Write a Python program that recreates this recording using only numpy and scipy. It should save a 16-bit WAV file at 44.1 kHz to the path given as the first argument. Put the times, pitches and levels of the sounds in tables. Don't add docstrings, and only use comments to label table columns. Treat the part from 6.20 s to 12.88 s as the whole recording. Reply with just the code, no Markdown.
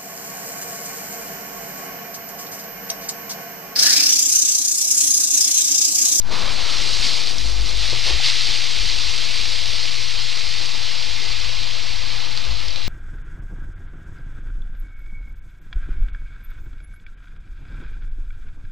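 import sys
import numpy as np
from scipy import signal
from scipy.fft import next_fast_len
from scipy.io import wavfile
from scipy.ndimage import uniform_filter1d

SR = 44100
rng = np.random.default_rng(int(sys.argv[2]) if len(sys.argv) > 2 else 0)


def bounce(signal):
    frames = np.transpose(np.atleast_2d(signal))
    limited = np.clip(frames, -1, 1)
    pcm = np.round(limited * 32767).astype(np.int16)
    wavfile.write(sys.argv[1], SR, pcm)


N = 294588

# [t/s, level/dB]
WIND_LEVEL = [(0.0, -34.5), (0.7, -35.5), (1.3, -41), (1.5, -35.5), (3.4, -36.5), (4.1, -41.5), (4.55, -38),
              (6.68, -36)]
# [f/Hz, level/dB]
RUMBLE_SPECTRUM = [(1, -20), (5, -12), (15, -8), (30, 13), (40, -3), (65, -5.5), (90, -4.5), (110, -13.5),
                   (160, -12.5), (300, -46.5)]
# [peak t/s, f/Hz, level/dB, half length/s]
BOOM_SWELLS = [(0.0, 46, -38, .1), (0.76, 44.8, -37, 0.085), (1.11, 42.26, -37, .04),
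               (1.27, 50.6, -26, .075), (1.418, 48.1, -23, 0.043), (1.54, 46.2, -29.5, 0.13),
               (1.945, 53.42, -28, .035), (2.607, 42.47, -31, 0.045), (2.88, 51.7, -35, .05),
               (3.5, 60.53, -48.5, .4), (4.3, 50, -48, 0.14), (4.91, 53.4, -38, 0.06),
               (5.23, 51.7, -38, 0.075), (5.777, 52.1, -41.5, .12), (6.315, 52.9, -28.5, .05),
               (6.49, 51.2, -34, 0.054), (6.68, 46.4, -32, 0.029)]
# [t/s, level/dB]
HUM_LEVEL = [(0.0, -71), (1.55, -55), (1.75, -46.5), (2.7, -59), (3.9, -47.5), (6.68, -48)]
# [t/s, level/dB, f/Hz]
THUD_HITS = [(1.729, -28, 520), (1.728, -32, 350), (1.718, -33, 115), (1.866, -37, 420), (2, -26, 780),
             (1.894, -32, 430), (1.904, -29, 360), (1.908, -28, 780)]
# [t/s, peak level/dB, f/Hz]
DROP_HITS = [(.0183, -24, 4200), (.335, -28, 8000), (0.734, -11, 4540), (0.942, -11, 4100),
             (.9533, -13, 4360), (1.0726, -7.5, 4420), (1.111, -11, 4600), (1.1835, -10, 5130),
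             (1.4105, -14.5, 4680), (1.471, -16, 4420), (1.699, -11, 4300), (1.872, -13, 4360),
             (2.046, -10, 4320), (2.0676, -13, 3980), (2.21, -8, 4040), (2.245, -19, 6200),
             (2.3052, -15, 4060), (2.9789, -10, 4610), (6.175, -8.5, 4370), (6.4837, -13, 4900),
             (6.56, -12, 3980), (6.6189, -21, 3770)]
# [t/s, level/dB]
JET_FORCE = [(0, -48), (.05, -45), (.075, -38), (.102, -38), (.118, -29), (.16, -28), (.3, -28), (.4, -27),
             (.52, -23), (.8, -22), (1.0, -24), (1.16, -30), (1.4, -29.5), (1.55, -27.5), (1.64, -23),
             (1.8, -24), (2.2, -21), (2.45, -23), (3.0, -23.5), (3.9, -25.5), (5.2, -27), (6.1, -30),
             (6.68, -32.5)]
# [t/s, swell/dB]
LEAF_SWEEPS = [(.86, 3.5), (1.1, 2.5), (1.2, 2.5), (1.27, 2.5), (1.49, 2.5), (1.71, 0.5), (1.88, 4.5),
               (2.05, 3), (2.09, 3)]
# [t/s, ground splash level/dB, splash gain below 480 Hz/dB,
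# fine mist gain above the port resonance/dB, coarse drop gain below it/dB]
JET_AIM = [(0, -54, 2, 3, -2), (.045, -42, 1, 6, -2), (.125, -32.5, 1, 2, 0.5), (.3, -34, -1, 2.5, 1),
           (.6, -36, -3, 0, -4), (1.2, -42.5, 5, 4, -3.5), (1.9, -40.5, -0.5, -2, -1.5),
           (2.6, -41.5, 1, -0.5, -3), (4.1, -42, -3, -1, -1.5), (5.4, -42, -2.5, -3, -0.5),
           (6.0, -41, -3, -2.5, 1), (6.68, -42.5, 0.5, -3.5, 1)]
# [t/s, level/dB, half length/s]
GROUND_GUSHES = [(1.731, -48, .012), (1.89, -38, 0.031)]
# [f/Hz, level/dB]
PATTER_SPECTRUM = [(900, -27.5), (1600, -19), (2100, -9), (3200, -7), (4000, -5), (4400, -4), (4800, -6),
                   (5200, -9), (6500, -17.5), (8000, -25), (11000, -37.5), (15000, -56)]
# [f/Hz, level/dB]
SPLASH_SPECTRUM = [(70, -11), (130, -2.5), (250, -1), (500, -2.5), (1200, -1), (1700, -5.5), (2600, -16),
                   (5000, -49)]
# [f/Hz, level/dB]
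UNLIKE_SPECTRUM = [(10, 2), (80, 5), (120, -5), (200, -25), (400, -46), (800, -53)]
CHANNEL_OFFSETS = [
    [.2345],
    [.0155],
]

HUM_HZ = 118.8
HUM_WAVER_DB, GUSTY_DB = 1.5, 1.2
MURMUR_DB = -46
TICK_DB = -9
SWEEP_S = 0.032
UNLIKE_DB = -53.5
EDGE_HZ = 15010


def gain_of(db):
    return 10 ** (np.asarray(db) / 20)


def evened(x):
    return x / np.sqrt(np.mean(x ** 2) + 1e-20)


def read(points, hz):
    f, value = np.transpose(points)
    return np.interp(np.log(hz + 1), np.log(f + 1), value)


def curves(rows):
    s, *columns = np.transpose(rows)
    return [np.interp(np.arange(N) / SR, s, column) for column in columns]


def coloured(x, points):
    size = next_fast_len(len(x))
    hz = abs(np.fft.fftfreq(size, 1 / SR))
    log_gain = np.log(gain_of(read(points, hz)))
    response = np.exp(np.conj(signal.hilbert(log_gain)))
    return np.fft.ifft(np.fft.fft(x, size) * response).real[:len(x)]


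def resonate(x, hz, width):
    turn = np.exp(2j * np.pi * np.cumsum(hz * np.ones(len(x))) / SR)
    r = np.exp(-np.pi * width / SR)
    smooth = signal.lfilter([1 - r], [1, -r], x / turn)
    return 2 * (turn * smooth).real


def fuzzy(hz, width, fuzz):
    noise = rng.standard_normal(N)
    noise = evened(resonate(resonate(noise, hz, width), hz, width))
    turns = np.cumsum(hz * np.ones(N)) / SR + rng.random()
    tone = np.sqrt(2) * np.sin(2 * np.pi * turns)
    return (tone + fuzz * noise) / np.sqrt(1 + fuzz ** 2)


def flicker(hz):
    low_pass = signal.butter(2, hz, fs=SR, output="sos")
    return evened(signal.sosfilt(low_pass, rng.standard_normal(N)))


def swells(times, heights, lengths):
    t = np.arange(N) / SR
    return sum(h * np.exp(-((t - s) / d) ** 2) for s, h, d in np.broadcast(times, heights, lengths))


def lifted(x, hz, kind, db):
    band = signal.sosfiltfilt(signal.butter(2, hz, kind, fs=SR, output="sos"), x)
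    return x + (gain_of(db) - 1) * band


def ring(hz, cycles, size):
    turns = np.arange(size) * hz / SR
    envelope = turns / cycles * np.exp(1 - turns / cycles)
    return envelope * np.sin(2 * np.pi * turns)


def add(mix, s, sound):
    part = mix[round(s * SR):][:len(sound)]
    part += sound[:len(part)]


def impacts(per_s, spread_db):
    size = gain_of(spread_db * np.minimum(rng.exponential(1, N), 4.5))
    sign = rng.choice([-1., 1.], N)
    happens = rng.random(N) < per_s / SR
    return evened(size * sign * happens)


def drifting(shape, pitch_bins, frames):
    across_pitch = uniform_filter1d(rng.standard_normal(shape), size=pitch_bins, axis=0)
    return evened(uniform_filter1d(across_pitch, size=frames, axis=1))


def patchy(x, patchy_db, fine_db):
    z = signal.stft(x, nperseg=512, noverlap=384)[2]
    wide = drifting(z.shape, pitch_bins=16, frames=30)
    fine = drifting(z.shape, pitch_bins=2, frames=12)
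    gain = gain_of(patchy_db * wide + fine_db * fine)
    return signal.istft(z * gain, nperseg=512, noverlap=384)[1][:N]


def hum():
    level_db = curves(HUM_LEVEL)[0] + HUM_WAVER_DB * flicker(hz=4.1)
    return gain_of(level_db) * fuzzy(HUM_HZ, 16, fuzz=1.1)


def booms():
    s, hz, db, length = np.transpose(BOOM_SWELLS)
    pitch = np.interp(np.arange(N) / SR, s, hz)
    level = gain_of(MURMUR_DB) + swells(s, gain_of(db), length)
    return level * fuzzy(pitch, 16, fuzz=.4)


def wind_rumble():
    level_db = curves(WIND_LEVEL)[0] + GUSTY_DB * flicker(hz=6)
    return gain_of(level_db) * evened(coloured(rng.standard_normal(N), RUMBLE_SPECTRUM))


def thuds(cycles=1.05):
    out = np.zeros(N)
    for s, db, hz in THUD_HITS:
        add(out, s, gain_of(db) * ring(hz, cycles, size=1500))
    return out


def large_drops(cycles=1.1):
    out = np.zeros(N)
    tick = coloured(signal.unit_impulse(2048), PATTER_SPECTRUM)[:600]
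    tick /= abs(tick).max()
    chances = rng.random((len(DROP_HITS), 2, 4))
    for (s, db, hz), (late, size) in zip(DROP_HITS, chances):
        drop = ring(hz, cycles, size=600) + gain_of(TICK_DB) * tick
        drop = gain_of(db) * drop / abs(drop).max()
        add(out, s, drop)
        for delay, share in zip(.0015 + 0.0095 * late, 0.44 * size):
            add(out, s + delay, share * drop)
    return out


def splash(surge_db):
    level_db, depth_db, _, _ = curves(JET_AIM)
    water = 0.96 * rng.standard_normal(N) + 0.25 * impacts(400, spread_db=3.5)
    water = patchy(water, patchy_db=1.07, fine_db=1.24)
    water = evened(coloured(water, SPLASH_SPECTRUM))
    water = lifted(water, 480, "low", depth_db)
    s, db, length = np.transpose(GROUND_GUSHES)
    gushes = swells(s, gain_of(db), length)
    return (gain_of(level_db + 0.18 * surge_db) + gushes) * water


def patter(surge_db):
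    _, _, mist_db, coarse_db = curves(JET_AIM)
    s, swell_db = np.transpose(LEAF_SWEEPS)
    level_db = curves(JET_FORCE)[0] + swells(s, swell_db, SWEEP_S)
    water = 0.82 * rng.standard_normal(N) + 0.51 * impacts(3000, spread_db=3.0)
    water = patchy(water, patchy_db=0.36, fine_db=0.92)
    water = evened(coloured(water, PATTER_SPECTRUM))
    water = lifted(water, 6800, "high", mist_db)
    water = lifted(water, 3040, "low", coarse_db)
    return gain_of(level_db + surge_db) * water


def spray():
    surge_db = 0.16 * flicker(hz=25) + 0.69 * flicker(hz=125)
    return patter(surge_db) + splash(surge_db)


def scene():
    wind = wind_rumble() + booms()
    mono = spray() + large_drops() + thuds() + wind + hum()
    return np.array([mono, mono])


def record(dry):
    unlike = gain_of(UNLIKE_DB) * evened(coloured(rng.standard_normal(N), UNLIKE_SPECTRUM))
    wet = dry + unlike * np.array([[1], [-1]])
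    low_pass = signal.firwin(2047, EDGE_HZ, window=("kaiser", 9), fs=SR)
    return signal.oaconvolve(wet, low_pass[None], "same") + CHANNEL_OFFSETS


dry = scene()
out = record(dry)
bounce(out)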